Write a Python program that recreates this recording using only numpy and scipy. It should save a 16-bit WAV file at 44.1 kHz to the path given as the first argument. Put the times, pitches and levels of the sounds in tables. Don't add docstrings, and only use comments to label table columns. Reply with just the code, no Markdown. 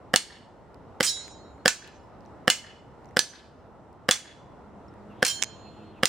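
import sys
import numpy as np
from scipy import signal
from scipy.io import wavfile
from scipy.ndimage import uniform_filter1d, map_coordinates

SR = 44100
rng = np.random.default_rng(int(sys.argv[2]) if len(sys.argv) > 2 else 0)


def transcribe(signal):
    frames = np.atleast_2d(signal).T
    limited = np.clip(frames, -1, 1)
    pcm = np.round(limited * 32767).astype(np.int16)
    wavfile.write(sys.argv[1], SR, pcm)


N = 268128

# (pitch_hz, level_db, t60_s)
CHAIN_MODES = [(1620, -19.5, 0.75), (2720, -20, .4), (3138.5, -6.5, 0.59), (3426, -18, .4),
               (3865, -15, 0.64), (4210, -14, 0.96), (4285, -6.5, .3), (4993, -2, 0.24), (5540, -8.5, 0.54),
               (5650, -6.5, .3), (6325, -9.5, 0.54), (7040, -9.5, .6), (7270, -7.5, 0.31),
               (7720, -12.5, 0.3), (7890, -17.5, .35), (8570, -12.5, 0.43), (8780, -11, 0.37),
               (9350, -4, 0.27), (9470, -9.5, .25), (9730, -10.5, 0.2), (10345, -24, .2),
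               (11150, -26, 0.089), (13480, -25, 0.2), (13800, -11, 0.218), (14860, -15, 0.2),
               (15300, -11, .2)]
# (share of t60, lingering_db)
PLATE_DAMPING, CHAIN_DAMPING = (0.4, -13.5), (0.18, -13)


def amp(db):
    return 10 ** (np.asarray(db) / 20)


def rms_one(x):
    return x / np.sqrt(np.mean(x ** 2) + 1e-30)


def at_hz(points, hz, column=1):
    table = np.array(points)
    return np.interp(np.log(hz), np.log(table[:, 0]), table[:, column])


def pan(x, db):
    return x * amp([[db / 2], [-db / 2]])


def add(out, sound, s):
    i = round(s * SR)
    out[:, i:i + sound.shape[1]] += sound[:, :N - i]


def dying(length, t60):
    return np.exp(-np.log(1000) * np.arange(round(length * SR)) / SR / t60)


def ringing(modes, gains_db, length):
    t = np.arange(round(length * SR)) / SR
    return sum(amp(db + gain_db) * dying(length, t60) * np.sin(2 * np.pi * hz * t)
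               for (hz, db, t60), gain_db in zip(modes, gains_db))


def favour(modes, *pitches):
    mode_hz = np.array(modes)[:, 0]
    return sum(db * np.exp(-(np.log2(mode_hz / hz) / 0.12) ** 2)
               for hz, db in zip(pitches[::2], pitches[1::2]))


def bands(size):
    edges_hz = 22 * 2 ** np.arange(0, 10, .5)
    white = rng.standard_normal((2, 2, size))
    for k, (low, high) in enumerate(zip(edges_hz, edges_hz[1:])):
        band = signal.butter(2, [low, high], "band", fs=SR, output="sos")
        yield np.sqrt(low * high), signal.sosfilt(band, white[k % 2])


def stereo(mid, side, alike):
    alike = np.clip(alike, 0, 1)
    return np.sqrt(1 + alike) * mid + np.sqrt(1 - alike) * side * [[1], [-1]]


def drift(rate):
    knots = rng.standard_normal(400)
    return np.interp(np.arange(N) / SR * rate, np.arange(400), knots)


def flicker(size):
    spread_db, turns_per_s = 4, 35
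    steps = np.arange(size) / SR * turns_per_s
    return amp(spread_db * np.interp(steps, np.arange(100), rng.standard_normal(100)))


def tyre_rush():
    # (band_hz, level_db per Hz)
    rush_colour = [(12, -55), (20, -29), (65, -4), (205, -7), (360, -8.5), (961, -11.5), (1780, -29),
                   (2490, -38), (5030, -43.5), (5470, -35), (5950, -49.5), (7660, -41.5), (12000, -68.5),
                   (15000, -53.5), (16400, -67)]
    # (band_hz, likeness 0 to 1)
    rush_likeness = [(60, 0.56), (180, 0.8), (550, 0.8), (1650, 0.71), (4970, 0.11), (15000, 0.083)]
    # (time_s, level_db)
    rush_level = [(0, -49), (1, -49), (2, -46), (3, -48), (4, -50), (4.8, -48.5), (5.4, -46.5),
                  (6.08, -47.5)]
    together = drift(3.6)
    rush = 0
    for hz, noise in bands(N):
        band_db = at_hz(rush_colour, hz) + 1.0 * together + 1.1 * drift(15)
        rush = rush + amp(band_db) * stereo(*noise, at_hz(rush_likeness, hz))
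    level_db = np.interp(np.arange(N) / SR, *np.transpose(rush_level))
    return amp(level_db) * rms_one(rush)


def engine():
    near_s, near_db, approach_db_per_s = 5.2, -52, 12
    start_hz, pull_hz, pull_s = 200.4, 12, 0.284
    t = np.arange(N) / SR
    hz = start_hz + pull_hz * np.clip((t - near_s) / pull_s + 1, 0, 1)
    level_db = near_db + approach_db_per_s * np.minimum(t - near_s, 0)
    turns = 2 * np.pi * np.cumsum(hz * (1 + 0.0088 * drift(28))) / SR
    drone = sum(amp(db + 3 * drift(15)) * np.sin(order * turns) for order, db in [(.5, -5), (1, 0), (1.5, -5)])
    return amp(level_db) * drone


def faint_hiss():
    quiet_db, swell_s, rise_s, top_db, fade_db_per_s = -85.5, 5.04, 0.21, -59.5, 13.5
    t = np.arange(N) / SR
    level_db = quiet_db + (top_db - quiet_db) * np.clip((t - swell_s) / rise_s, 0, 1)
    level_db -= fade_db_per_s * np.maximum(t - swell_s - rise_s, 0)
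    band = signal.butter(2, [2500, 3500], "band", fs=SR, output="sos")
    return amp(level_db) * rms_one(signal.sosfilt(band, rng.standard_normal(N)))


def traffic():
    return pan(tyre_rush() + engine() + faint_hiss(), -.6)


def bird():
    # (start_s, length_s, end_pitch_hz, level_db)
    chirps = [(0.908, 0.038, 2750, -82), (5.094, .05, 2650, -60), (5.183, 0.035, 3200, -65),
              (5.645, 0.05, 2570, -58), (5.789, 0.0544, 2580, -62.5), (5.957, 0.046, 2600, -58.5)]
    fall, roughness = 0.081, 0.28
    out = np.zeros((2, N))
    for s, length, hz, db in chirps:
        u = np.linspace(-1, 1, round(length * SR))
        pitch = hz * (1 + fall * ((1 - u) / 2) ** 2 + roughness * rng.standard_normal(len(u)))
        chirp = (1 - u ** 2) * np.sin(2 * np.pi * np.cumsum(pitch) / SR)
        add(out, pan(amp(db) * chirp, 0), s)
    return out


def click():
    band = signal.butter(2, [1400, 9500], "band", fs=SR)
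    burst = signal.lfilter(*band, stereo(*rng.standard_normal((2, SR // 10)), 0.22))
    return burst * dying(.1, 0.0039)


def ticks():
    # (start_s, level_db, pitch_hz, ring_t60_s)
    tick_list = [(0.386, -47, 4800, .004), (0.7448, -47.5, 4880, 0.0019), (1.2802, -32.5, 2070, 0.0031),
                 (1.58, -54.5, 2100, 0.011), (1.8764, -39, 2880, 0.0044), (2.2075, -59, 5050, .003),
                 (2.253, -54, 4080, 0.0047), (2.2605, -53.5, 5810, .01), (3.046, -53, 4690, .003),
                 (3.0574, -53, 6070, .003), (3.0889, -56.5, 5740, .02), (3.11, -49, 1960, 0.013),
                 (3.9296, -55.5, 4956, 0.0028), (4.883, -59, 5400, .06), (4.9397, -50, 1790, 0.0092)]
    pan_db, pan_spread_db = -1.5, 9
    out = np.zeros((2, N))
    for s, db, hz, t60 in tick_list:
        tick = amp(db - 6.0) * click() + ringing([(hz, db, t60)], [0], .1)
        add(out, pan(tick, pan_db + pan_spread_db * rng.standard_normal()), s)
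    return out


def rebound():
    # (start_s, level_db)
    touches = [(5.4212, -22), (5.4227, -23), (5.4254, -6.5), (5.4362, -14), (5.4431, -24)]
    # (pitch_hz, level_db, t60_s)
    hard_modes = [(2300, -21.5, 0.024), (3500, -13.5, 0.0063), (5530, -10, 0.0064), (6460, -3, 0.0046),
                  (7440, -2, 0.0055)]
    out = np.zeros((2, N))
    for s, db in touches:
        ring = ringing(hard_modes, rng.normal(0, 3.4, len(hard_modes)), .1)
        add(out, pan(amp(db) * (amp(1.5) * click() + ring), -10.0), s)
    return signal.sosfilt(signal.butter(2, 9000, fs=SR, output="sos"), out + 1e-18)


def metal(modes, gains_db, share, linger_db, wavers=True):
    split_hz, beat_hz, partner_db = 7.5, 6, -7.5
    out, t = np.zeros((2, SR)), np.arange(SR) / SR
    for (hz, db, t60), gain_db in zip(modes, gains_db):
        split, turn, lean, beat = rng.standard_normal(4)
        phase = 2 * np.pi * hz * t + 0.2 * turn * np.sqrt(hz / 5000) * np.array([[1], [-1]])
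        partner = np.sin(phase + 2 * np.pi * beat_hz * (1 + .4 * beat) * t)
        linger = np.sin(phase) - amp(partner_db) * partner
        strong = np.sin(phase + 2 * np.pi * split_hz * split * t)
        both = dying(1, share * t60) * strong + amp(linger_db) * dying(1, t60) * linger
        waver = flicker(SR) if wavers else 1
        out += pan(amp(db + gain_db) * both * waver, 2.5 * lean)
    return out


def clatter():
    # (start_s, end_s, level_db, pitch_hz, favour_db, second pitch_hz, favour_db)
    spells = [(1.03, 1.066, -44, 8100, 16, 6300, 3), (1.06, 1.101, -48, 3707, 20.4, 5050, 12),
              (5.26, 5.283, -38, 3140, 7.6, 4340, 11.4), (5.275, 5.312, -46, 5400, 4.7, 7000, 3.4)]
    contacts_per_s, click_db = 830, 13
    out, t = np.zeros((2, N)), np.arange(SR // 10) / SR
    band = signal.butter(2, [2500, 10000], "band", fs=SR)
    for start, end, db, *pitches in spells:
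        touch = (rng.random(len(t)) < contacts_per_s / SR) * (t < end - start)
        sound = 0
        for mode, gain_db in zip(CHAIN_MODES, db + favour(CHAIN_MODES, *pitches)):
            in_step = np.cos(2 * np.pi * (mode[0] * t + rng.random()))
            pushes = touch * rng.exponential(1, len(t)) * in_step
            one_ring = metal([mode], [gain_db], *CHAIN_DAMPING, wavers=False)
            ring = signal.fftconvolve([pushes], one_ring, axes=1)
            sound = sound + ring * flicker(ring.shape[1])
        add(out, pan(sound, -6.0), start)
        noise = stereo(*rng.standard_normal((2, SR // 20)), 1.0)
        link_click = signal.lfilter(*band, noise) * dying(.05, 0.02)
        clicks = signal.fftconvolve([touch * rng.standard_normal(len(t))], link_click, axes=1)
        add(out, pan(amp(db + click_db) * clicks, 0.54), start)
    return out


def hits():
    # (start_s, target, crack_db, ring_db, shimmer_db, shimmer_tilt_db per octave,
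    # then two pitches favoured by the spot that is hit: pitch_hz, favour_db, pitch_hz, favour_db)
    hit_list = [(0.1604, "left", 5, -21.5, -24, -0.62, 2937, 9, 4430, 4),
                (1.029, "chain", -20, -28.5, -20.5, .3, 5040, 2.5, 8500, 3),
                (1.6795, "right", 2.5, -21.5, -20.5, -0.54, 1500, 12.5, 6120, 5),
                (2.501, "left", -0.5, -20, -18.5, 0.38, 2090, 5.5, 3007, 6.3),
                (3.192, "right", 4, -28, -30, 1.6, 1732, 11.5, 6070, 7.3),
                (4.111, "left", 1, -21, -19, -0.77, 3410, 13, 5890, 1.9),
                (5.2497, "chain", -12, -30.5, -20.5, -0.7, 4200, 4, 9550, 3.05),
                (6.0555, "right", -0.5, -34, -27, 1.2, 4200, 8, 1500, 3)]
    # (pitch_hz, level_db, t60_s)
    left_plate = [(1670, -14, 0.2), (2090, -10, 0.38), (2237, -17.5, 0.2), (2970, -7.5, 0.15),
                  (3426, -11.5, 0.15), (3460, -10.5, 0.26), (4410, -9, 0.39), (4740, -13, 0.13),
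                  (5300, -9.5, 0.27), (5740, -11.5, 0.21), (5938, -12, 0.45), (6480, -13.5, 0.21),
                  (6900, -11, 0.4), (8600, -16, 0.33), (9090, -14.5, .2), (9550, -9, .2)]
    right_plate = [(1490, -5, 0.17), (1730, -4, 0.22), (2660, -15.5, 0.25), (2914, -14, 0.73),
                   (3514, -13, 0.2), (4020, -11, 0.19), (4580, -14, .35), (5150, -12.5, 0.57),
                   (5206, -10, 0.086), (6060, -7.5, 0.5), (6560, -17.5, 0.26), (7190, -6, .22),
                   (8820, -15, 0.26), (9500, -17, .25)]
    # (band_hz, level_db per Hz)
    shimmer_colour = [(410, -47), (700, -14), (1350, -7.5), (1710, -6), (2800, -2.5), (3030, -2.5),
                      (3550, -9.5), (6570, -1.5), (9730, -23), (11800, -25.5), (16000, -13.5)]
    shimmer_t60_s, crack_t60_s, crack_hz = 0.2, 0.011, 4440
    out = np.zeros((2, N))
    targets = {"left": (left_plate, PLATE_DAMPING, -3), "right": (right_plate, PLATE_DAMPING, -5.3),
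               "chain": (CHAIN_MODES, CHAIN_DAMPING, -2)}
    for s, target, crack_db, ring_db, shimmer_db, tilt_db, *pitches in hit_list:
        modes, damping, pan_db = targets[target]
        scatter_db = rng.normal(0, 1.5, len(modes))
        ring = metal(modes, ring_db + favour(modes, *pitches) + scatter_db, *damping)
        snap = -ringing([(crack_hz, crack_db, .0025), (8500, crack_db - 2.4, .002)], [0, 0], 1.)
        shimmer = 0
        for hz, noise in bands(SR):
            if hz > 600:
                band_db = at_hz(shimmer_colour, hz) + tilt_db * np.log2(hz / 4000)
                shimmer = shimmer + amp(band_db) * stereo(*noise, .9 - 0.046 * hz / 1000)
        shape = amp(shimmer_db) * dying(1, shimmer_t60_s) + amp(crack_db - 7.5) * dying(1, crack_t60_s)
        add(out, pan(snap - ring + rms_one(shimmer) * shape, pan_db), s)
    return out


def pistol():
    # (start_s, level_db)
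    shots = [ (0.1392, -1.5), (1.0066, -2), (1.6582, -0.5), (2.4789, -0.5), (3.1691, -3), (4.0893, -2),
             (5.2274, -2), (6.033, -2)]
    # (pitch_hz, level_db, t60_s)
    pistol_modes = [(200, -16.5, 0.012), (300, -11, .015), (510, -13, 0.017), (740, -20, 0.034),
                    (1350, -18, 0.0051), (1666, -1.5, 0.0038), (2950, -7, 0.0047), (3683, -13, 0.0024),
                    (5060, -8, 0.0036), (6600, -16, 0.0019), (8540, -21.5, 0.0085), (14630, -19.5, .002)]
    # (delay_ms after the pop, level_db, dulling_hz)
    paths = [(-3.5, -13.5, 4000), (0.0, 5.5, 6800), (1.06, 0.5, 6000), (1.87, 2.5, 20000), (6, -17.5, 7700),
             (9.5, -8.5, 4000), (12, -21, 3700)]
    split_hz, bass_pan_db, treble_pan_db = 1100, -0.4, -3
    out = np.zeros((2, N))
    for s, level_db in shots:
        pop = -ringing(pistol_modes, rng.normal(0, 0.78, len(pistol_modes)), .05)
        pop += amp(-34.5) * rng.standard_normal(len(pop)) * dying(.05, 0.0035)
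        t = np.arange(len(pop)) / SR
        pop *= np.minimum(t / 0.00022, 1)
        for ms, db, dull_hz in paths:
            dulled = signal.lfilter(*signal.butter(1, dull_hz, fs=SR), pop)
            bass = signal.lfilter(*signal.butter(1, split_hz, fs=SR), dulled)
            placed = pan(bass, bass_pan_db) + pan(dulled - bass, treble_pan_db)
            add(out, amp(level_db + db) * placed, s + (ms + 0.064 * rng.standard_normal()) / 1000)
        noise = stereo(*rng.standard_normal((2, len(pop))), .6)
        noise_band = signal.lfilter(*signal.butter(1, [1500, 7000], "band", fs=SR), noise)
        faint_noise = noise_band * dying(.05, .15) * np.minimum(t / .006, 1)
        add(out, pan(amp(level_db - 28) * faint_noise, -1.1), s - .006)
    return out


def yard(x):
    # (band_hz, near_level_db, near_t60_s, far_level_db, far_t60_s)
    scatter_table = [(297, -50.5, 0.26, -66.5, 0.63), (810, -45, 0.17, -65.5, 0.56),
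                     (2000, -42, 0.13, -56.5, 0.8), (5140, -43.5, 0.24, -57, 0.65),
                     (10000, -42, 0.17, -57, 0.46), (15000, -49.5, 0.07, -67.5, 0.24)]
    # (delay_s, spread_s, level_db)
    facades = [(0.166, 0.006, -59.5), (.2, 0.016, -66), (.25, 0.048, -78)]
    t = np.arange(SR) / SR
    late = sum(amp(db) * np.exp(-((t - s) / spread) ** 2) for s, spread, db in facades)
    answer = 0
    for hz, noise in bands(SR):
        near_db, near_t60, far_db, far_t60 = [at_hz(scatter_table, hz, column=k) for k in range(1, 5)]
        scatter = amp(near_db) * dying(1, near_t60) + amp(far_db) * dying(1, far_t60)
        scatter = scatter * np.minimum(t / 0.0059, 1)
        echoes = amp(-6 * np.log2(hz / 1900) ** 2) * late
        answer = answer + stereo(*noise, .6) * (scatter + echoes)
    return signal.fftconvolve(x.mean(0, keepdims=True), answer, axes=1)[:, :N]


def scene():
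    left_lag_s, bass_cut_hz = .000013, 320
    targets = hits() + clatter()
    targets[0] = map_coordinates(targets[0], [np.arange(N) - left_lag_s * SR], order=3)
    near = signal.sosfilt(signal.butter(2, bass_cut_hz, "high", fs=SR, output="sos"), pistol() + targets)
    return near + yard(near) + ticks() + rebound() + bird() + traffic()


def record(dry):
    knee_db, slope, release_db_per_s, attack_s, top_cut_hz = -26, 0.37, 9, 0.02, 16800
    power = uniform_filter1d(np.mean(dry ** 2, 0), size=441)
    level_db = 10 * np.log10(power + 1e-12)
    ramp = release_db_per_s * np.arange(N) / SR
    cut_db = np.maximum.accumulate(slope * np.maximum(level_db - knee_db, 0) + ramp) - ramp
    r = np.exp(-1 / (attack_s * SR))
    ducked = dry * amp(-signal.lfilter([1 - r], [1, -r], cut_db))
    clipped = np.clip(ducked, -.9, .9)
    return signal.sosfilt(signal.cheby2(16, 60, top_cut_hz, fs=SR, output="sos"), clipped)


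dry = scene()
out = record(dry)
transcribe(out)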